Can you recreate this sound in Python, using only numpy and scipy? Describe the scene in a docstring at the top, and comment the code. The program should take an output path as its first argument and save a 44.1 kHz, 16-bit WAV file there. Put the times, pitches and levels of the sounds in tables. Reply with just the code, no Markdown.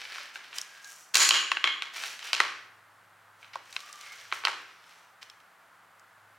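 """In a garage, two steel tools pry among the valve springs of a cast-iron engine block.
A screwdriver tip grates over oily iron (shaped noise), slips and strikes (short shaped clicks).
The springs ring on (clusters of fading tones), a coil chatters faintly and the room echoes.
Soft air and a faint, swelling hum lie under it all; a fast limiter squashes the hardest blows."""
import sys
import numpy as np
from scipy import signal
from scipy.fft import rfft, irfft
from scipy.io import wavfile
from scipy.ndimage import uniform_filter1d, minimum_filter1d

SR = 44100
rng = np.random.default_rng(int(sys.argv[2]) if len(sys.argv) > 2 else 0)


def dump(signal):
    """Clip the signal to [-1, 1] and save it as 16-bit WAV at the path in sys.argv[1]."""
    limited = np.clip(np.atleast_2d(signal).T, -1, 1)
    pcm = np.round(limited * 32767).astype(np.int16)
    wavfile.write(sys.argv[1], SR, pcm)


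N = 281402
T = np.arange(N) / SR  # time of each sample, in seconds

# what a tap on the block radiates: (frequency [Hz], relative level [dB])
IRON_SOUND = [(100, -47.5), (200, -36), (340, -14), (600, -10.5), (1050, 0.5), (1600, 0), (2600, 3),
              (4200, -2), (5600, 0.5), (8000, -6.5), (11000, -13), (16000, -24.5)]


def amp(db):
    """Turns decibels into a plain multiplier."""
    return 10 ** (np.asarray(db) / 20)


def unit(x):
    """Scales a signal to an average strength (rms) of 1."""
    return x / np.sqrt(np.mean(x ** 2) + 1e-20)


def read(points, hz):
    """Reads between the points of a table, with frequency on a log scale."""
    f, value = np.transpose(points)
    return np.interp(np.log(hz + 1), np.log(f + 1), value)


def add(mix, s, sound):
    """Mixes a sound in at time s, cutting off what runs past the end."""
    part = mix[..., max(round(s * SR), 0):][..., :sound.shape[-1]]
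    part += sound[..., :part.shape[-1]]


def colour(x, points):
    """Reshapes a signal's balance of low and high by a table, at rms 1."""
    gain = amp(read(points, np.fft.rfftfreq(N, 1 / SR)))
    return unit(irfft(rfft(x) * gain, N))


def drift(hz):
    """Makes a slow random wander, with little motion faster than hz."""
    slow = 1 / (1 + (np.fft.rfftfreq(N, 1 / SR) / hz) ** 4)
    return unit(irfft(rfft(rng.standard_normal(N)) * slow, N))


def stereo(mid, side, side_db):
    """Builds left and right from a shared part and a part that is opposite in the two."""
    opposed = amp(side_db) * side
    return np.array([mid + opposed, mid - opposed])


def causal(db):
    """Makes the quickest impulse that has this spectrum (minimum phase)."""
    log_gain = np.log(amp(np.r_[db, db[-2:0:-1]]))
    return np.fft.ifft(np.exp(np.conj(signal.hilbert(log_gain)))).real


def tone(hz):
    """A low sine whose loudness and phase waver slightly, at about rms 1."""
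    loudness = amp(1.5 * drift(hz=4))
    phase = 2 * np.pi * hz * T + .35 * drift(hz=3)
    return np.sqrt(2) * loudness * np.sin(phase)


def background(air_db=-59, side_db=-14, drone_hz=172.5, drone_db=-85):
    """Soft room air is shaped noise; two low tones swell and sink under a steady higher one."""
    # balance of the room air: (frequency [Hz], relative level [dB])
    air_balance = [(18, -76), (30, -36), (106, -20), (404, -16), (449, -14.5), (760, -6), (913, -5.5),
                   (1320, -2), (1430, -2), (2120, -10), (2480, -14.5), (5900, -25.5), (7670, -25),
                   (14000, -28.5), (16000, -32)]
    # tones of the hum: (frequency [Hz], relative level [dB])
    hum_tones = [(102.5, -0.5), (124, -9)]
    # how the hum swells and sinks: (time [s], level [dB])
    hum_swell = [(0.0, -89), (1.81, -91), (2.57, -74.5), (3.77, -77.5), (3.86, -92), (4.32, -74.5),
                 (4.92, -85.5), (5.44, -82), (5.54, -89.5), (6.38, -75)]
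    mid, side = (colour(rng.standard_normal(N), air_balance) for _ in range(2))
    air = amp(air_db) * stereo(mid, side, side_db)
    swell = amp(np.interp(T, *np.transpose(hum_swell)))
    hum = swell * sum(amp(db) * tone(hz) for hz, db in hum_tones)
    return air + hum + amp(drone_db) * tone(drone_hz)


def grains(per_s, spread_db):
    """Tiny slips at random moments; a positive spread makes a few large, a negative one a few small."""
    size = amp(spread_db * np.minimum(rng.exponential(1, N), 4))
    happens = rng.random(N) < per_s / SR
    return size * rng.standard_normal(N) * happens


def scrape(judder_db=1.5, catch_db=-12, peak_share=0.28):
    """The tip drags over rough iron: crowds of tiny slips and some ticks swell and ease with each stroke."""
    # one row a stroke, levels at its peak before judder and mixing:
    # (start [s], length [s], grating [dB], fine grit [dB])
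    strokes = [(-.08, 0.19, -38.5, -52), (0.063, .29, -41, -53.5), (0.334, .06, -43.5, -55),
               (0.382, 0.31, -51.5, -62.5), (0.539, 0.08, -41.5, -45.5), (0.613, 0.36, -53, -60.5),
               (0.808, 0.34, -56, -52), (1.138, 0.094, -18, -25), (1.922, 0.18, -36.5, -45.5),
               (2.01, .2, -40.5, -48), (2.2, .16, -38, -49.5), (2.33, 0.34, -46, -67),
               (3.38, 0.16, -59.5, -66.5), (3.529, 0.034, -41.5, -55.5), (3.595, 0.62, -50.5, -57),
               (3.928, 0.62, -50, -58), (4.32, 0.097, -51, -51.5), (4.392, 0.58, -55.5, -68.5),
               (4.81, 0.34, -59, -64.5), (5.212, 0.032, -46, -52.5)]
    # balance of the grating: (frequency [Hz], relative level [dB])
    grate_balance = [(150, -67), (250, -28), (645, -13), (1210, -8), (1530, -3.5), (1860, -2.5),
                     (2460, -2.5), (2830, -3.5), (5840, -11), (7000, -32.5), (9100, -47.5), (15400, -120)]
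    # balance of the fine grit: (frequency [Hz], relative level [dB])
    grit_balance = [(2650, -41), (4500, -13), (5840, -1), (9070, -9), (9920, -11), (13900, -16),
                    (16000, -20)]
    coarse, fine = np.zeros(N), np.zeros(N)
    for start, length, grate_db, grit_db in strokes:
        # pressure peaks early, peak_share of the way through the stroke
        pressure = np.interp((T - start) / length, [0, peak_share, 1], [0, 1, 0])
        coarse += pressure * amp(grate_db)
        fine += pressure * amp(grit_db)
    grating = coarse * colour(grains(per_s=3500, spread_db=2.5), grate_balance)
    grit = fine * colour(grains(per_s=1500, spread_db=2.0), grit_balance)
    # the tip catches with small ticks that sound like taps on the block
    catches = amp(catch_db) * fine * colour(grains(per_s=30.4, spread_db=-1.5), IRON_SOUND)
    judder = amp(judder_db * drift(hz=50))
    return (grating + grit + catches) * judder


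def garage(x, build_s=0.0027, clutter_s=.06, side_db=-10.5):
    """Separate echoes off the clutter merge into a dense tail; each pitch range fades at its own rate."""
    # time the room takes to fade by 60 dB: (frequency [Hz], fade time [s])
    fade_times = [(200, 1), (800, 0.36), (1600, 0.7), (3300, 0.51), (5500, 0.52), (9000, 0.47),
                  (15000, 0.32)]
    density = np.minimum(.035 + (np.arange(SR) / SR / clutter_s) ** 2 / 16, 1)
    present = rng.random((2, SR)) < density
    echoes = rng.choice([-1, 1], (2, SR)) * present / np.sqrt(density)
    hz, t, z = signal.stft(echoes, SR, nperseg=256)
    fade = amp(-60 * t / read(fade_times, hz)[:, None])
    tail = signal.istft(z * fade, SR, nperseg=256)[1]
    tail *= 1 - np.exp(-np.arange(tail.shape[1]) / SR / build_s)  # the echoes build up quickly
    room = stereo(*tail / np.linalg.norm(tail[0]), side_db)
    return signal.fftconvolve(x[None], room, axes=1)[:, :N]


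def blows(spot_db=10, overtone_db=9, overtone_ratio=1.6, spot_octaves=0.16,
          room_spot_share=0.44, steel_spot_share=1.36,
          bass_hz=1300, treble_hz=4800, bass_db_per_octave=9, middle_spot_hz=1950, least_bass_db=0.5,
          rattle_db=-2, rattle_t60=0.014, side_db=-9):
    """Each slip of the tip strikes the iron: gives the direct clicks and what drives room and springs."""
    # one row a blow, peak is that of the bare click:
    # (time [s], peak [dB], pitch of the struck spot [Hz], treble lift [dB], send to the room [dB])
    strikes = [(.182, -31, 1350, -14, -4), (.357, -27.5, 1580, -11, 1.5), (.529, -30, 1770, -15, 6),
               (.584, -17, 3050, 14, -11), (0.614, -22.5, 3400, 20, -10), (.845, -31.5, 4150, 5.5, -3),
               (1.1441, -8, 4300, 6, -6), (1.154, 2, 2770, 10, -16), (1.1698, 8, 4500, 4.5, 2.5),
               (1.2903, -1.5, 2700, 13, -15.5), (1.3078, 4, 2840, -6.5, -1.5),
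               (1.5167, -9, 1740, -12, -4.5), (1.5698, -15, 1660, -24, -5.5),
               (1.6411, -2, 2120, -16.5, -3.5), (1.6739, -10.5, 2160, -17, -5.5),
               (1.8216, -16.5, 2160, -10, -1), (2.0365, -22, 1640, -5, -7), (2.192, -31.5, 1940, -1, 4),
               (2.3311, -7.5, 2850, -6, 1), (2.349, -16.5, 2670, -3, -25), (2.402, -6, 1230, -10, -3.5),
               (3.428, -38, 2250, -35, 4.5), (3.445, -37.5, 2500, -19, -1), (3.556, -28, 566, -7, -5),
               (3.727, -32.5, 2400, 8, -2), (3.764, -17.5, 2560, -10.5, -13), (3.7917, -37, 3600, -5, -25),
               (3.804, -33.5, 2450, 4, -14), (3.928, -29.5, 5200, 16, -14), (4.011, -34, 4100, 10, -5),
               (4.316, -28, 1950, -18, -17), (4.3243, -15, 1310, -18.5, -3.5),
               (4.437, -27.5, 1160, -24, 10), (4.451, -7.5, 2900, -9.5, -5.5),
               (4.471, -12.5, 1340, -22, -11.5), (4.4817, -20, 880, -7, 1.5), (5.228, -30.5, 2990, -7, -6),
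               (5.299, -34, 3270, 1, -10), (5.402, -46, 1750, -4, -3), (5.996, -45, 4700, 23, -17)]
    # damped resonances of the casting: (frequency [Hz], width [Hz], lift [dB])
    casting = [(683, 20, 3.5), (1079, 84, 5.5), (1542, 52, 7.5), (2178, 33, 3), (3240, 130, 2.5),
               (4080, 300, 7), (7000, 367, 2)]
    # echoes between the walls of the valve chest: (delay [ms], gain [multiplier])
    chest = [(.82, 0.22), (1.75, -0.19), (2.6, 0.16)]
    # how hard a blow drives the steel; a firm grip lowers it: (time [s], level [dB])
    freedom = [(1.0, -23), (1.15, -9), (1.31, -7), (1.5, -15.5), (1.65, -6), (1.85, -34), (2.1, -29)]
    hz, t = np.fft.rfftfreq(2048, 1 / SR), np.arange(2048) / SR
    direct, to_room, to_steel = np.zeros((2, N)), np.zeros(N), np.zeros(N)
    resonances = sum(lift / (1 + (2 * (hz - f) / width) ** 2) for f, width, lift in casting)
    iron = read(IRON_SOUND, hz) + resonances
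    walls = 1 + sum(gain * np.exp(-2j * np.pi * hz * ms / 1000) for ms, gain in chest)
    # bending waves carry the treble ahead of the bass, spreading the click over a millisecond or so
    bending = np.exp(-1j * np.sqrt(hz / 6))
    fade = amp(-60 * t / rattle_t60) * (1 - np.exp(-t / 0.0006))
    for s, db, spot_hz, treble_db, room_db in strikes:
        # a low spot is a heavy one and moves the whole casting; a hard, short contact adds treble
        bass_db = max(bass_db_per_octave * np.log2(middle_spot_hz / spot_hz), least_bass_db)
        bass = bass_db / (1 + (hz / bass_hz) ** 4)
        treble = treble_db * (1 - 1 / (1 + (hz / treble_hz) ** 6))
        shape = iron + bass + treble
        # the spot resonates at its pitch and once more above it
        peaks = ((spot_hz, spot_db), (overtone_ratio * spot_hz, overtone_db))
        spot = sum(lift / (1 + (np.log2((hz + 1) / f) / spot_octaves) ** 2) for f, lift in peaks)
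        # the spot stands out close up; the room hears more of the whole block, the springs more of the spot
        click, room_click, kick = (irfft(rfft(causal(shape + share * spot)) * bending)
                                   for share in (1, room_spot_share, steel_spot_share))
        size = amp(db) / abs(click).max()
        # the crowded coils scatter the click for a few milliseconds
        scatter = rng.standard_normal((2, len(t))) * fade / np.linalg.norm(fade)
        rattle = signal.fftconvolve(stereo(*scatter, side_db), click[None], axes=1)
        add(direct, s, size * irfft(rfft(click) * walls))
        add(direct, s, size * amp(rattle_db) * rattle)
        add(to_room, s, size * amp(room_db) * room_click)
        add(to_steel, s, size * amp(np.interp(s, *np.transpose(freedom))) * kick)
    return direct, to_room, to_steel


def springs(drive, ring_db=-2.5, side_db=-11, spread_hz=18, spread_share=.009):
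    """The steel rings on: the coils are nearly alike, so each tone is a rough, beating cluster."""
    # tones of the springs and steel shafts: (frequency [Hz], relative level [dB], 60 dB fade time [s])
    modes = [(235, 4, 0.38), (345, 0, .6), (1104, -1.5, 0.92), (1240, 2, 0.72), (1548, -6, 0.46),
             (1720, 0, 0.3), (2156, -5, 0.46), (2439, -9, 0.49), (2890, -5.5, 1), (2848, -4, 0.68),
             (3185, 3, 0.37), (3000, -4, .6), (3190, -2.5, 0.46), (3216, -8, 0.71), (3375, -1, .6),
             (3400, -7.5, .4), (3830, -13.5, 0.69), (4120, -5.5, .6), (4788, -19.5, .4), (6760, 7.5, 0.51),
             (6740, 2, .6), (7440, -5.5, .5), (6900, 6.5, 0.57), (7550, -0.5, 0.48)]
    t = np.arange(int(.7 * SR)) / SR
    hz = np.fft.rfftfreq(len(t), 1 / SR)
    ring = np.zeros((2, len(t)))
    for centre, db, t60 in modes:
        width = spread_hz + spread_share * centre  # wider in the treble
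        random_phase = 2j * np.pi * rng.random((2, len(hz)))
        cluster = np.exp(random_phase - .5 * ((hz - centre) / width) ** 2)
        mode = irfft(cluster, len(t)) * amp(-60 * t / t60)
        ring += amp(db) * mode / np.linalg.norm(mode, axis=1, keepdims=True)
    ring = stereo(*ring / np.linalg.norm(ring[0]), side_db)
    return amp(ring_db) * signal.fftconvolve(drive[None], ring, axes=1)[:, :N]


def chatter():
    """Stick and slip on a coil gives a faint, fuzzy note: a tone that wanders at random."""
    # the tip chatters on a coil: (start [s], end [s], frequency [Hz], width [Hz], level [dB])
    notes = [(0.657, 0.987, 1624, 84, -55.5), (3.785, 4.143, 1191, 103, -54.5),
             (3.994, 4.262, 2133, 200, -54.5)]
    out = np.zeros(N)
    for start, end, hz, width, db in notes:
        progress = np.clip((T - start) / (end - start), 0, 1)
        swell = np.sqrt(np.sin(np.pi * progress).clip(0))
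        turn = 2 * np.pi * hz * T
        fuzzy = drift(width / 2) * np.cos(turn) + drift(width / 2) * np.sin(turn)
        out += amp(db) * swell * fuzzy
    return out


def scene(rub_direct_db=-2, rub_room_db=-6, blow_room_db=1):
    """Adds up scraping, blows, ringing steel and chatter, with the room around them."""
    rub = scrape()
    direct, to_room, to_steel = blows()
    room = garage(amp(blow_room_db) * to_room + amp(rub_room_db) * rub)
    return background() + amp(rub_direct_db) * rub + room + direct + springs(to_steel) + chatter()


def record(dry, ceiling_db=-4, recover_db_per_s=250, edge_hz=16200):
    """A fast limiter holds the peaks, so the tail swells as it lets go; then the top treble is cut."""
    over_db = np.maximum(20 * np.log10(abs(dry).max(0) + 1e-9) - ceiling_db, 0)
    fall = T * recover_db_per_s
    held_db = np.maximum.accumulate(over_db + fall) - fall
    # widen each hold by about a millisecond either way, then smooth it
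    widened_db = -minimum_filter1d(-held_db, size=110)
    held_db = uniform_filter1d(widened_db, size=110)
    lowpass = signal.firwin(301, edge_hz, window=("kaiser", 9), fs=SR)
    return signal.oaconvolve(dry * amp(-held_db), lowpass[None], "same", axes=1)


dry = scene()
out = record(dry)
dump(out)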